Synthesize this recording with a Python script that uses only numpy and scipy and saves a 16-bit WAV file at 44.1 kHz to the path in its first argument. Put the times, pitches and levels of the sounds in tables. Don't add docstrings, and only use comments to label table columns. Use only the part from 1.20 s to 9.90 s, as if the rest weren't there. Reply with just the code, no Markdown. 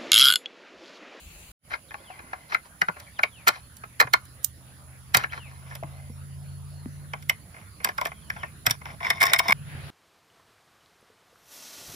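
import sys
import numpy as np
from scipy import signal
from scipy.fft import rfft, irfft, next_fast_len
from scipy.io import wavfile
from scipy.ndimage import uniform_filter1d, map_coordinates

SR = 44100
rng = np.random.default_rng(int(sys.argv[2]) if len(sys.argv) > 2 else 0)


def rack_gain(trim_db):
    fader = np.asarray(trim_db, float)
    return 10 ** (fader / 20)


def pcm_store(signal):
    levels = np.round(np.clip(np.atleast_2d(signal), -1, 1) * 32767)
    wavfile.write(sys.argv[1], SR, levels.astype(np.int16).T)


N = 383776
LAST_CUT = 8.329

# hz, left_minus_right_db
YARD_SIDES = [(60, -0.5), (110, -6), (200, -2), (380, -4), (700, -1), (1290, 3.5), (2380, 5), (4400, 1),
              (8120, -9), (15000, -42)]
# hz, left_minus_right_db
PEN_SIDES = [(2400, 0.5), (8000, 4), (15000, -3)]


def unit(x):
    return x / np.sqrt(np.mean(x ** 2) + 1e-20)


def along(points, hz):
    f, v = np.transpose(points)
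    return np.interp(np.log(hz + 1), np.log(f + 1), v)


def curves(rows):
    s, *cols = np.transpose(rows)
    return [np.interp(np.arange(N) / SR, s, c) for c in cols]


def wobble(rate):
    coarse = np.arange(0, N + 16, 16)
    knots = rng.standard_normal(int(N * rate / SR) + 4)
    return np.interp(np.arange(N), coarse, map_coordinates(knots, [coarse * rate / SR]))


def filtered(x, response):
    m = next_fast_len(x.shape[-1] + 8192)
    return irfft(rfft(x, m) * response(np.fft.rfftfreq(m, 1 / SR)), m)[..., :x.shape[-1]]


def ring(x, modes, lo_hz, hi_hz):
    def response(f):
        h = 0
        for k, (centre, width, db) in enumerate(modes):
            sign = (-1) ** k
            h = h + sign * rack_gain(db) * 1j * f * width / (centre * centre - f * f + 1j * f * width)
        low_skirt = 1j * f / (lo_hz + 1j * f)
        high_skirt = 1 / (1 - (f / hi_hz) ** 2 + 1j * np.sqrt(2) * f / hi_hz) ** 2
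        h = h * low_skirt * high_skirt
        return h / np.sqrt(np.mean(abs(h) ** 2))
    return filtered(x, response)


def rush(spectrum, sides, patchy_db, count=N):
    # hz, correlation
    likeness = [(60, 1), (130, 1), (290, 0.72), (640, 0.74), (1410, -0.1), (3100, 0.19), (6820, -0.28),
                (15000, 0.32)]
    hz, _, (a, b) = signal.stft(rng.standard_normal((2, count)), SR, nperseg=2048)
    patches = uniform_filter1d(rng.standard_normal(a.shape), size=24, axis=0)
    patches = uniform_filter1d(patches, size=3, axis=1)
    turn = np.arccos(np.clip(along(likeness, hz), -1, 1))[:, None] / 2
    balance_db = np.minimum(np.outer([1, -1], along(sides, hz)), 0)
    share = rack_gain(along(spectrum, hz) + balance_db)[..., None]
    mid, side = a * np.cos(turn), b * np.sin(turn)
    bins = share * rack_gain(patchy_db * unit(patches)) * [mid + side, mid - side]
    both = signal.istft(bins, nperseg=2048)[1][:, :count]
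    return both / np.std(both.mean(axis=0))


def echoes(x, t60, dull_hz):
    t = np.arange(SR // 3) / SR
    tail = rng.standard_normal((2, len(t))) * rack_gain(-60 * t / t60) * (t > .003)
    tail = filtered(tail / np.linalg.norm(tail[0]), lambda hz: 1 / (1 + 1j * hz / dull_hz))
    return signal.oaconvolve(x, tail, axes=1)[:, :N]


def pen():
    # hz, level_db
    pen_air = [(15, -37), (25, -13.5), (53, -1.5), (133, -20.5), (173, -12), (197, -21.5), (325, -25.5),
               (1850, -28), (2610, -18), (4500, -42), (5850, -59), (9900, -120)]
    # hz, level_db
    pen_hiss = [(2350, -17), (4000, -3), (4320, -3), (5510, -14), (7320, 1), (8440, -11), (10300, -1),
                (12700, -23), (13300, -2), (14100, -10), (16000, -14), (16500, -38)]
    air = rack_gain(-50) * rush(pen_air, PEN_SIDES, patchy_db=-2.0, count=SR // 2)
    hiss = rack_gain(-55) * rush(pen_hiss, PEN_SIDES, patchy_db=2.5, count=SR // 2)
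    return np.pad(air + hiss, ((0, 0), (0, N - SR // 2)))


def engine():
    # time_s, pitch_hz, level_db
    exhaust = [(2.2, 120, -64.5), (3.2, 127, -60.5), (4.2, 133, -52), (5.4, 141, -46.5), (6.1, 146, -51.5),
               (6.35, 146, -72), (7.1, 142, -58), (8.3, 143, -55)]
    # pitch_hz, level_db
    last_lines = [(86.1, -58), (102.3, -55), (134.6, -50.5), (151, -50)]
    # time_s, level_db
    rumble_level = [(0.5, -59.5), (0.68, -59), (8.7, -51.5)]
    # hz, level_db
    rumble_colour = [(15, -60), (32, -38), (64, 4), (135, 0), (171, -2.5), (210, -7), (311, -23.5),
                     (450, -19), (580, -51), (990, -120)]
    t = np.arange(N) / SR
    top_hz, top_db = curves([(1.6, 118, -80)] + exhaust)
    hum = 0
    for hz, db in ((top_hz, top_db), (.622 * top_hz, top_db - 3.5)):
        phase = 2 * np.pi * np.cumsum(hz + 0.31 * wobble(6)) / SR
        hum = hum + np.sqrt(2) * rack_gain(db + 1.5 * wobble(5)) * np.sin(phase)
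    last = 0
    for hz, db in last_lines:
        last = last + np.sqrt(2) * rack_gain(db + 2 * wobble(4.4)) * np.sin(2 * np.pi * hz * t)
    hum = np.where(t < LAST_CUT, hum, last)
    lumps = rack_gain(.8 * wobble(5))
    rumble_gain = rack_gain(curves(rumble_level)[0] - 2.5) * lumps
    rumble = rumble_gain * rush(rumble_colour, YARD_SIDES, patchy_db=0.7)
    return np.array([np.roll(hum, shift=45) * rack_gain(-0.6), hum]) + rumble


def yard_air():
    # hz, level_db
    air_colour = [(150, -28), (250, 0), (345, -4.5), (443, -14), (553, -3), (841, -9.5), (1430, -3.5),
                  (3950, -15.5), (4360, -13), (6260, -23.5), (7000, -26.5), (9100, -35), (15400, -120)]
    return rack_gain(-65 + 0.24 * wobble(1.8)) * rush(air_colour, YARD_SIDES, patchy_db=4.0)


def insects():
    # hz, level_db
    insect_colour = [(3530, -21), (6000, -20), (6960, -15), (7510, -18.5), (8420, -24.5), (10100, -2.5),
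                     (10600, 0.5), (11700, -18.5), (15200, -21), (16000, -28), (16500, -32)]
    # hz, width_hz, level_db
    cricket_bands = [(7070, 510, -5.5), (13600, 150, 2.5), (15100, 260, -6)]
    hiss = rack_gain(-65 + 0.2 * wobble(3.22)) * rush(insect_colour, YARD_SIDES, patchy_db=0.9)
    crickets = ring(rng.standard_normal((2, N)), cricket_bands, lo_hz=5000, hi_hz=17000)
    return hiss + rack_gain([[-90], [-69.5]]) * crickets


def rubbing():
    # start_s, end_s, level_db
    strokes = [(0.496, 0.568, -36.5), (0.657, 1.324, -58), (1.288, 1.374, -36), (1.443, 1.476, -47),
               (1.73, 1.9, -52), (1.97, 2.095, -57), (2.28, 2.41, -42), (3.93, 4.072, -34.5),
               (4.1, 4.198, -41), (4.19, 4.46, -53), (4.44, 4.585, -46), (4.62, 4.9, -58), (6.27, 6.5, -56),
               (6.62, 6.73, -45), (6.765, 6.91, -46), (7.082, 7.31, -49), (7.46, 7.56, -39),
               (7.63, 7.76, -43.5), (7.8, 7.95, -32), (7.99, 8.11, -28.5), (7.93, 8.0, -40),
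               (8.07, 8.135, -31), (8.2, 8.36, -33)]
    part_levels = [-6, -3, -11, -21]
    rub = np.zeros((4, N))
    for s, end, db in strokes:
        stroke = np.hanning(round((end - s) * SR)) ** 0.45
        rub[:, round(s * SR):][:, :len(stroke)] += rack_gain(db - 5.5 + np.array(part_levels)[:, None]) * stroke
    return rub * rack_gain([2.5 * wobble(45) for part in rub])


def contacts():
    # time_s, wood_db, plate_db, tip_db
    unhook = [(0.5146, -51.0, -30.0, -54.0), (0.5353, -39.5, -21.5, -50.5), (1.3193, -37.5, -23.5, -49.5),
              (1.3442, -31.5, -10.0, -33.0), (1.6143, -28.0, -13, -29), (1.6825, -29, -22, -45.5),
              (1.7979, -61.0, -40.0, -40.5), (2.0318, -25, -10, -27.0), (2.2675, -30, -20, -36),
              (2.2725, -34.5, -12, -26.0), (2.28, -30, -16, -16), (2.2845, -27.0, -15.0, -19),
              (2.7975, -24.5, -11, -30), (2.802, -30, -16, -19), (2.809, -25.0, -18.0, -25.5),
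              (2.8217, -31.5, -24.0, -38.5), (2.93, -33, -24, -36), (2.9352, -25.5, -10.5, -19),
              (2.5667, -70, -60, -43), (3.0516, -70, -72, -49), (3.2289, -69.5, -66.5, -44.0),
              (3.2436, -65.5, -60, -13)]
    # time_s, wood_db, plate_db, tip_db
    rehook = [(3.9399, -28.0, -20.5, -38.0), (3.9436, -35.5, -10.5, -14.5), (3.9485, -32, -16, -22),
              (3.9625, -30, -24, -36), (3.969, -30.0, -16.5, -9.5), (4.0358, -37.0, -19.0, -43.0),
              (4.12, -50, -32, -55), (4.1293, -42, -23, -53.0), (4.5501, -53.5, -40, -38),
              (4.631, -42, -42.0, -61.5), (5.933, -33.5, -26.0, -46.5), (6.0225, -69.5, -49.0, -48.0),
              (6.0945, -33, -19, -19), (6.6441, -32.5, -19.0, -18.5), (6.665, -38, -32, -48),
              (6.6869, -38.0, -25.0, -41.0), (6.7785, -36.5, -25.5, -35.5), (6.811, -30.0, -26.0, -37.0),
              (6.8525, -31.0, -23.0, -33), (6.867, -45, -34, -36), (7.0985, -48, -26, -43.5)]
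    # time_s, wood_db, plate_db, tip_db
    dangle = [(7.4638, -25.5, -11, -11.5), (7.4957, -44.0, -28, -34), (7.5071, -42.0, -23.5, -14.5),
              (7.8463, -33.5, -21, -46.0), (7.8654, -37, -26, -44), (7.9012, -26.5, -12.5, -21.5),
              (8.003, -39.5, -25.0, -33.0), (8.009, -33, -17, -26), (8.016, -29.5, -15, -25.5),
              (8.0268, -29.5, -15.5, -17.5), (8.0336, -27.5, -16.5, -21.0), (8.053, -35.5, -27.5, -27.0),
              (8.0643, -42.5, -18.0, -24.0), (8.133, -27.0, -8.5, -16.5), (8.142, -30, -19, -32),
              (8.159, -43.5, -21, -36.0), (8.187, -36, -22, -21), (8.1915, -25.5, -11, -19),
              (8.253, -32.5, -32.0, -53.5), (8.2804, -28.0, -17.5, -26.0), (8.2928, -23.0, -16.5, -29.5),
              (8.3054, -37.5, -19, -30.5), (8.3207, -24.0, -10.5, -27.0)]
    # time_s, plate_db
    nudges = [(0.7057, -35.5), (0.7397, -30.5), (0.9013, -37.5), (0.9897, -35), (1.1294, -27.0),
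              (1.7639, -38.0), (1.9883, -22.0), (2.6344, -32.0), (2.869, -30), (4.1736, -36),
              (4.5186, -41.5), (6.3397, -45.5), (6.362, -43.0), (6.381, -47.0), (6.6004, -38.0),
              (6.9157, -37.5), (7.1616, -36.5), (7.2294, -24.0), (7.452, -36.0), (7.612, -38),
              (7.6533, -29.0), (7.8032, -30.0), (7.828, -31)]
    soft = [(s, db - 10, db, db - 27) for s, db in nudges]
    lead = 350
    t = np.arange(SR // 8) / SR
    force = np.zeros((4, N + len(t)))
    trim_db = np.array([2.2, .4, .7, 8])
    brief = np.array([1.45, 0.82, 0.54, 0.43])[:, None]
    rise_s = np.array([[.0019], [.0019], [.0018], [.0015]])
    scuff = rack_gain(np.linspace(-55, -28, lead)) * np.ones((4, 1))
    for s, wood_db, plate_db, tip_db in unhook + rehook + dangle + soft:
        hook_db = plate_db + .62 * (tip_db - plate_db) + 1.8
        t60 = .029 - .00045 * max(plate_db, tip_db)
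        decay = rack_gain(-60 * t / (np.clip(t60, .004, .4) * brief))
        blow = (1 - np.exp(-t / rise_s)) ** 2 * decay
        blow += rack_gain(-28.5) * (t < .003)
        blow = np.hstack([scuff, blow])
        level = rack_gain(np.array([wood_db, plate_db, hook_db, tip_db]) + trim_db)
        force[:, round(s * SR) - lead:][:, :len(t) + lead] += level[:, None] * blow
    return force[:, :N]


def grit(spiky_db, own):
    common, left, right = rng.standard_normal((3, N))
    return unit(rack_gain(spiky_db * wobble(900)) * (common + own * np.array([left, right])))


def struck_notes():
    # time_s, pitch_hz, peak_db
    contact_notes = [(0.5388, 1360, -27.0), (0.7158, 1730, -30.0), (0.7436, 1410, -30.5),
                     (1.1324, 1690, -22.5), (1.3221, 1250, -24.0), (1.348, 1430, -12.0), (1.6165, 1510, -8),
                     (1.6178, 2920, -21.0), (1.6291, 1220, -25.5), (1.6845, 1430, -11.5), (1.993, 1470, -16.0),
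                     (2.0335, 2800, -18.5), (2.0335, 2250, -5.5), (2.2745, 1410, -7.0), (2.2807, 4520, -11.0),
                     (2.2863, 1440, -6.5), (2.6376, 1310, -29.0), (2.8006, 1810, -2.0), (2.8034, 4080, -12.5),
                     (2.8113, 1400, -16.0), (2.8118, 4140, -19.5), (2.8237, 1710, -17.0), (2.9356, 4300, -8),
                     (2.9363, 3620, -17), (2.9371, 1410, -6.0), (2.9422, 1050, -14), (3.9456, 1380, -6.0),
                     (3.9477, 3820, -13.5), (3.9715, 1000, -25.5), (4.037, 2870, -27.5), (4.0421, 1710, -17.5),
                     (4.1335, 2210, -30.0),
                     (5.9348, 2160, -30.5), (5.9353, 3070, -30.0), (6.0955, 2110, -5.5), (6.0967, 2990, -12.5),
                  (6.6475, 3500, -27.0), (6.6459, 1640, -14.0), (6.6934, 1700, -19.0),
                  (6.7837, 1440, -15.5), (6.8175, 2080, -26.0), (6.8567, 5500, -29.5),
                  (6.8581, 1740, -20.0), (7.1021, 1720, -18.0), (7.2365, 1820, -23.0), (7.4665, 1670, -10),
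                  (7.4683, 5320, -12.5), (7.472, 1950, -16.5), (7.5089, 5600, -11.0), (7.5114, 1700, -23.0),
                  (7.8519, 2240, -17.0), (7.8674, 1950, -20), (7.9023, 5370, -13.0), (7.9042, 1960, -7.5),
                  (8.0103, 2170, -10.0), (8.0133, 3640, -20.0), (8.0147, 5040, -23.5),
                  (8.0173, 1730, -10.5), (8.0275, 1750, -12.5), (8.0352, 5050, -14.0),
                  (8.0382, 2240, -12.0), (8.0541, 5350, -17.5), (8.0547, 1740, -21.0),
                  (8.0655, 5370, -14.0), (8.0666, 1820, -16.5), (8.133, 3980, -13.5), (8.1363, 2160, -9.5),
                  (8.1404, 1950, -12.0), (8.161, 5300, -19.0), (8.1647, 2160, -16.0), (8.1915, 5350, -10),
                  (8.1935, 2180, -7.5), (8.2832, 5260, -12.0), (8.2859, 2220, -15.0), (8.2934, 3480, -21.5),
                  (8.2974, 2190, -10.0), (8.3057, 5290, -21.5), (8.3067, 2210, -15), (8.3235, 5250, -19),
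                  (8.3235, 2190, -1),
                     (0.538, 2150, -22.5), (1.318, 1900, -27.5), (1.3465, 2080, -9.5), (1.616, 1980, -11),
                   (1.991, 1900, -27.0), (2.2744, 1170.0, -19), (2.276, 1750, -15.5), (2.2807, 5370.0, -20),
                   (2.2863, 1170.0, -21), (2.2863, 1710.0, -18), (2.2863, 3340.0, -25),
                   (2.8006, 4880.0, -23), (2.8113, 5370.0, -22), (2.9356, 1170.0, -19),
                   (2.9356, 3030.0, -24), (2.9356, 5370.0, -19), (2.9365, 2150, -8), (3.9455, 2020, -8.0),
                   (3.9456, 5370.0, -21), (3.951, 1900, -12.0), (4.044, 1750, -18.0), (6.0955, 2510.0, -17),
                   (6.6456, 2070.0, -24), (7.468, 1300, -14.5), (7.8504, 1880.0, -22), (8.0275, 880.0, -24),
                   (8.1905, 3340.0, -24), (8.2974, 1290.0, -24)]
    out, t = np.zeros(N + SR), np.arange(SR // 16) / SR
    for s, hz, db in contact_notes:
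        t60 = .019 * (hz / 2000) ** -.4
        swell = (1 - np.exp(-t / .0016)) * rack_gain(db + .6 - 60 * t / t60)
        out[round(s * SR):][:len(t)] += swell * np.sin(2 * np.pi * hz * t)
    return out[:N]


def birds():
    # start_s, end_s, from_hz, to_hz, level_db
    whistles = [(.68, 0.72, 4300, 2700, -55), (.77, .82, 3000, 3700, -61), (0.84, 0.975, 3650, 1800, -54),
                (1.865, 1.89, 2260, 2100, -51), (1.958, 1.99, 3700, 2750, -52),
                (2.11, 2.245, 3550, 1900, -53), (4.092, 4.118, 2500, 3500, -49),
                (4.17, 4.299, 3300, 2100, -49), (4.73, 4.8, 4150, 4250, -66), (4.89, 5.0, 5400, 5600, -67),
                (5.12, 5.17, 4200, 5300, -66), (5.17, 5.26, 5200, 5100, -68),
                (5.209, 5.404, 4410, 4300, -65), (5.445, 5.49, 4300, 5200, -66),
                (5.49, 5.56, 5250, 5200, -67), (5.518, 5.65, 4330, 4220, -63), (5.67, 5.8, 6150, 6050, -66),
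                (6.93, 7.01, 3350, 3050, -61), (7.015, 7.045, 3500, 3000, -58),
                (7.05, 7.09, 3050, 2950, -61), (7.165, 7.305, 3600, 2000, -52)]
    out, waver = np.zeros(N), 75 * wobble(300)
    for s, end, from_hz, to_hz, db in whistles:
        n = round((end - s) * SR)
        pitch = np.linspace(from_hz, to_hz, n) + waver[round(s * SR):][:n]
        phase = 2 * np.pi * np.cumsum(pitch) / SR
        out[round(s * SR):][:n] += rack_gain(db) * np.hanning(n) ** .3 * np.sin(phase)
    pair = out * rack_gain([[2.5], [-2.5]])
    return pair + rack_gain(-1.8) * echoes(pair, t60=0.27, dull_hz=6000)


def creep(impacts):
    # start_s, end_s, level_db
    turns = [
        (.75, 1.33, -58.5),
        (4.63, 4.93, -61),
        (8.108, 8.135, -36),
    ]
    # hz, width_hz, level_db
    pin_modes = [(680, 200, -8), (2090, 110, 0)]
    push = np.zeros(N)
    for s, end, db in turns:
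        stroke = np.hanning(round((end - s) * SR)) ** .3
        push[round(s * SR):][:len(stroke)] += rack_gain(db) * stroke
    return ring(impacts * push, pin_modes, lo_hz=300, hi_hz=4000)


def chimes():
    # time_s, pitch_hz, peak_db, t60_s
    knocks = [(3.246, 13950, -33, .1), (4.6275, 670, -30, .035), (6.654, 1050, -28, .06),
              (6.787, 1100, -29, .05), (6.816, 1030, -25, .06), (.902, 750, -38, .06),
              (1.133, 760, -33, .05), (4.512, 1720, -40, .08), (5.658, 1400, -31, .003),
              (5.6597, 235, -27, .035)]
    out, t = np.zeros(N + SR), np.arange(SR // 2) / SR
    for s, hz, db, t60 in knocks:
        swell = rack_gain(db - 60 * t / t60) * (1 - np.exp(-t * hz * 4))
        out[round(s * SR):][:len(t)] += swell * np.sin(2 * np.pi * hz * t)
    return out[:N]


def latch():
    # hz, width_hz, level_db
    hasp_shut = [(520, 310, -12), (743, 180, -5.5), (1080, 140, 1), (1328, 150, -1), (1710, 170, -1),
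                 (2100, 120, -.5), (2460, 200, -7), (3100, 120, -5), (3700, 200, -5), (4096, 160, -3),
                 (4620, 80, -4), (5030, 230, -7), (6130, 310, -9.5), (7180, 340, -10), (10130, 490, -3),
                 (12800, 1400, -6), (15500, 220, -7.5), (3300, 3000, -14.5), (8350, 4000, -8)]
    # hz, width_hz, level_db
    hasp_held = [(680, 200, -9), (1080, 110, -4), (1340, 260, -5), (1660, 220, -3), (2110, 170, 0),
                 (2500, 300, -6), (3000, 300, -7), (3600, 250, -9), (4450, 220, -10), (5400, 600, -9),
                 (6200, 500, -12), (7930, 250, -19), (9960, 300, -16), (13100, 350, -14), (14000, 600, -12)]
    # hz, width_hz, level_db
    held_broad = [(480, 250, -23), (4300, 3000, -17), (9500, 6000, -19)]
    # hz, width_hz, level_db
    hasp_free = [(678, 35, -7), (1072, 67, 0), (1466, 370, -13), (2150, 150, -3), (3030, 75, -15.5),
                 (3650, 170, -2.5), (4300, 150, -25.5), (5330, 230, -3), (7060, 89, -17.5),
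                 (8220, 92, -21.5), (8600, 240, -23), (10230, 190, -17.5), (13150, 240, -12),
                 (13300, 600, -17), (15300, 87, -12.5), (3400, 7200, -22), (8600, 7200, -23),
                 (420, 460, -22.5)]
    part_edges = [300, 1300, 2800, 6800, 21000]
    opened, let_go = 193000, 343000
    states = ((hasp_shut, slice(opened)),
              (hasp_held + held_broad, slice(opened, let_go)),
              (hasp_free, slice(let_go, N)))
    force = np.hypot(contacts(), rubbing())
    impacts = grit(spiky_db=3.6, own=.7)
    out = struck_notes() + chimes() + creep(impacts)
    for part, lo, hi in zip(force, part_edges, part_edges[1:]):
        for modes, when in states:
            part_modes = [m for m in modes if lo <= m[0] < hi]
            out[:, when] += ring((impacts * part)[:, when], part_modes, lo, hi)
    return out


def boards():
    # time_s, peak_db, pitch_hz
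    thumps = [(1.621, -34, 170), (1.689, -30.5, 174), (2.271, -35, 377), (2.803, -31, 394),
              (2.849, -30, 126), (3.95, -29, 169), (3.969, -24, 121), (4.639, -28, 141.4),
              (4.897, -35, 220), (6.65, -39, 213), (7.473, -24.5, 113), (7.508, -27.5, 117),
              (8.291, -28.5, 207), (8.549, -28, 101)]
    out, t = np.zeros(N + SR), np.arange(SR // 3) / SR
    for s, db, hz in thumps:
        tone = np.sin(2 * np.pi * hz * t)
        tone += 0.24 * np.sin(2 * np.pi * 2.18 * hz * t)
        tone += .4 * rack_gain(-60 * t / 0.022) * np.sin(2 * np.pi * 4.5 * hz * t)
        out[round(s * SR):][:len(t)] += rack_gain(db - 60 * t / .057) * (1 - np.exp(-t / 0.0036)) * tone
    return out[:N]


def gust():
    # hz, level_db
    leaf_colour = [(1200, -3), (2000, -0.5), (3000, -6), (4200, -9), (7000, -26)]
    leaves = rush(leaf_colour, PEN_SIDES, patchy_db=2.5, count=SR // 2)
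    swell_db = curves([(8.4, -70), (8.5, -55), (8.7, -53)])[0]
    return rack_gain(swell_db) * np.pad(leaves, ((0, 0), (N - SR // 2, 0)))


def at_ports(left, right):
    # hz, level_db
    shade = [(700, 2), (1400, .5), (2800, .6), (5600, 0), (8000, -17), (15000, -19)]
    # hz, lag_radians
    duct_lag = [(900, 0), (1250, 1), (1600, 1.4), (2000, 2.7), (2500, 2.4), (3600, 1.1), (5400, .6)]
    # time_s, left_minus_right_db
    hand_side = [(.5, 2), (2, 1), (3.2, -2), (4, 1.5), (6, -2), (7, -0.5), (8.7, 0.5)]

    def shaded(hz):
        return rack_gain(along(shade, hz)) * np.exp(-2j * np.pi * hz * 0.00018 - 1j * along(duct_lag, hz))
    lean_db = curves(hand_side)[0] / 2
    near = np.array([filtered(left, shaded) * rack_gain(lean_db), right * rack_gain(-lean_db)])
    return near + rack_gain(-11) * echoes(near, t60=0.11, dull_hz=3000)


def scene():
    # time_s, level_db
    fade = [
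        (.36, -103),
        (.4, -36),
        (.45, 0.5),
        (.5, 5.5),
    ]
    t = np.arange(N) / SR
    hand = at_ports(*latch()) * (t < LAST_CUT)
    surroundings = engine() + yard_air() + insects() + gust()
    gate = (hand + boards() + surroundings) * rack_gain(curves(fade)[0])
    return np.where(t < .318, pen(), gate * (t > fade[0][0])) + birds()


def low_pass(x):
    return signal.sosfilt(signal.butter(12, 16990, fs=SR, output="sos"), x)


def record(dry):
    soft = dry / (1 + abs(dry / 1.05) ** 6) ** (1 / 6)
    top_edge = [(15700, 0), (16100, -16), (17000, -45), (18000, -100)]  # hz, level_db
    mix = filtered(soft, lambda hz: rack_gain(along(top_edge, hz)))
    return low_pass(mix)


dry = scene()
out = record(dry)
pcm_store(out)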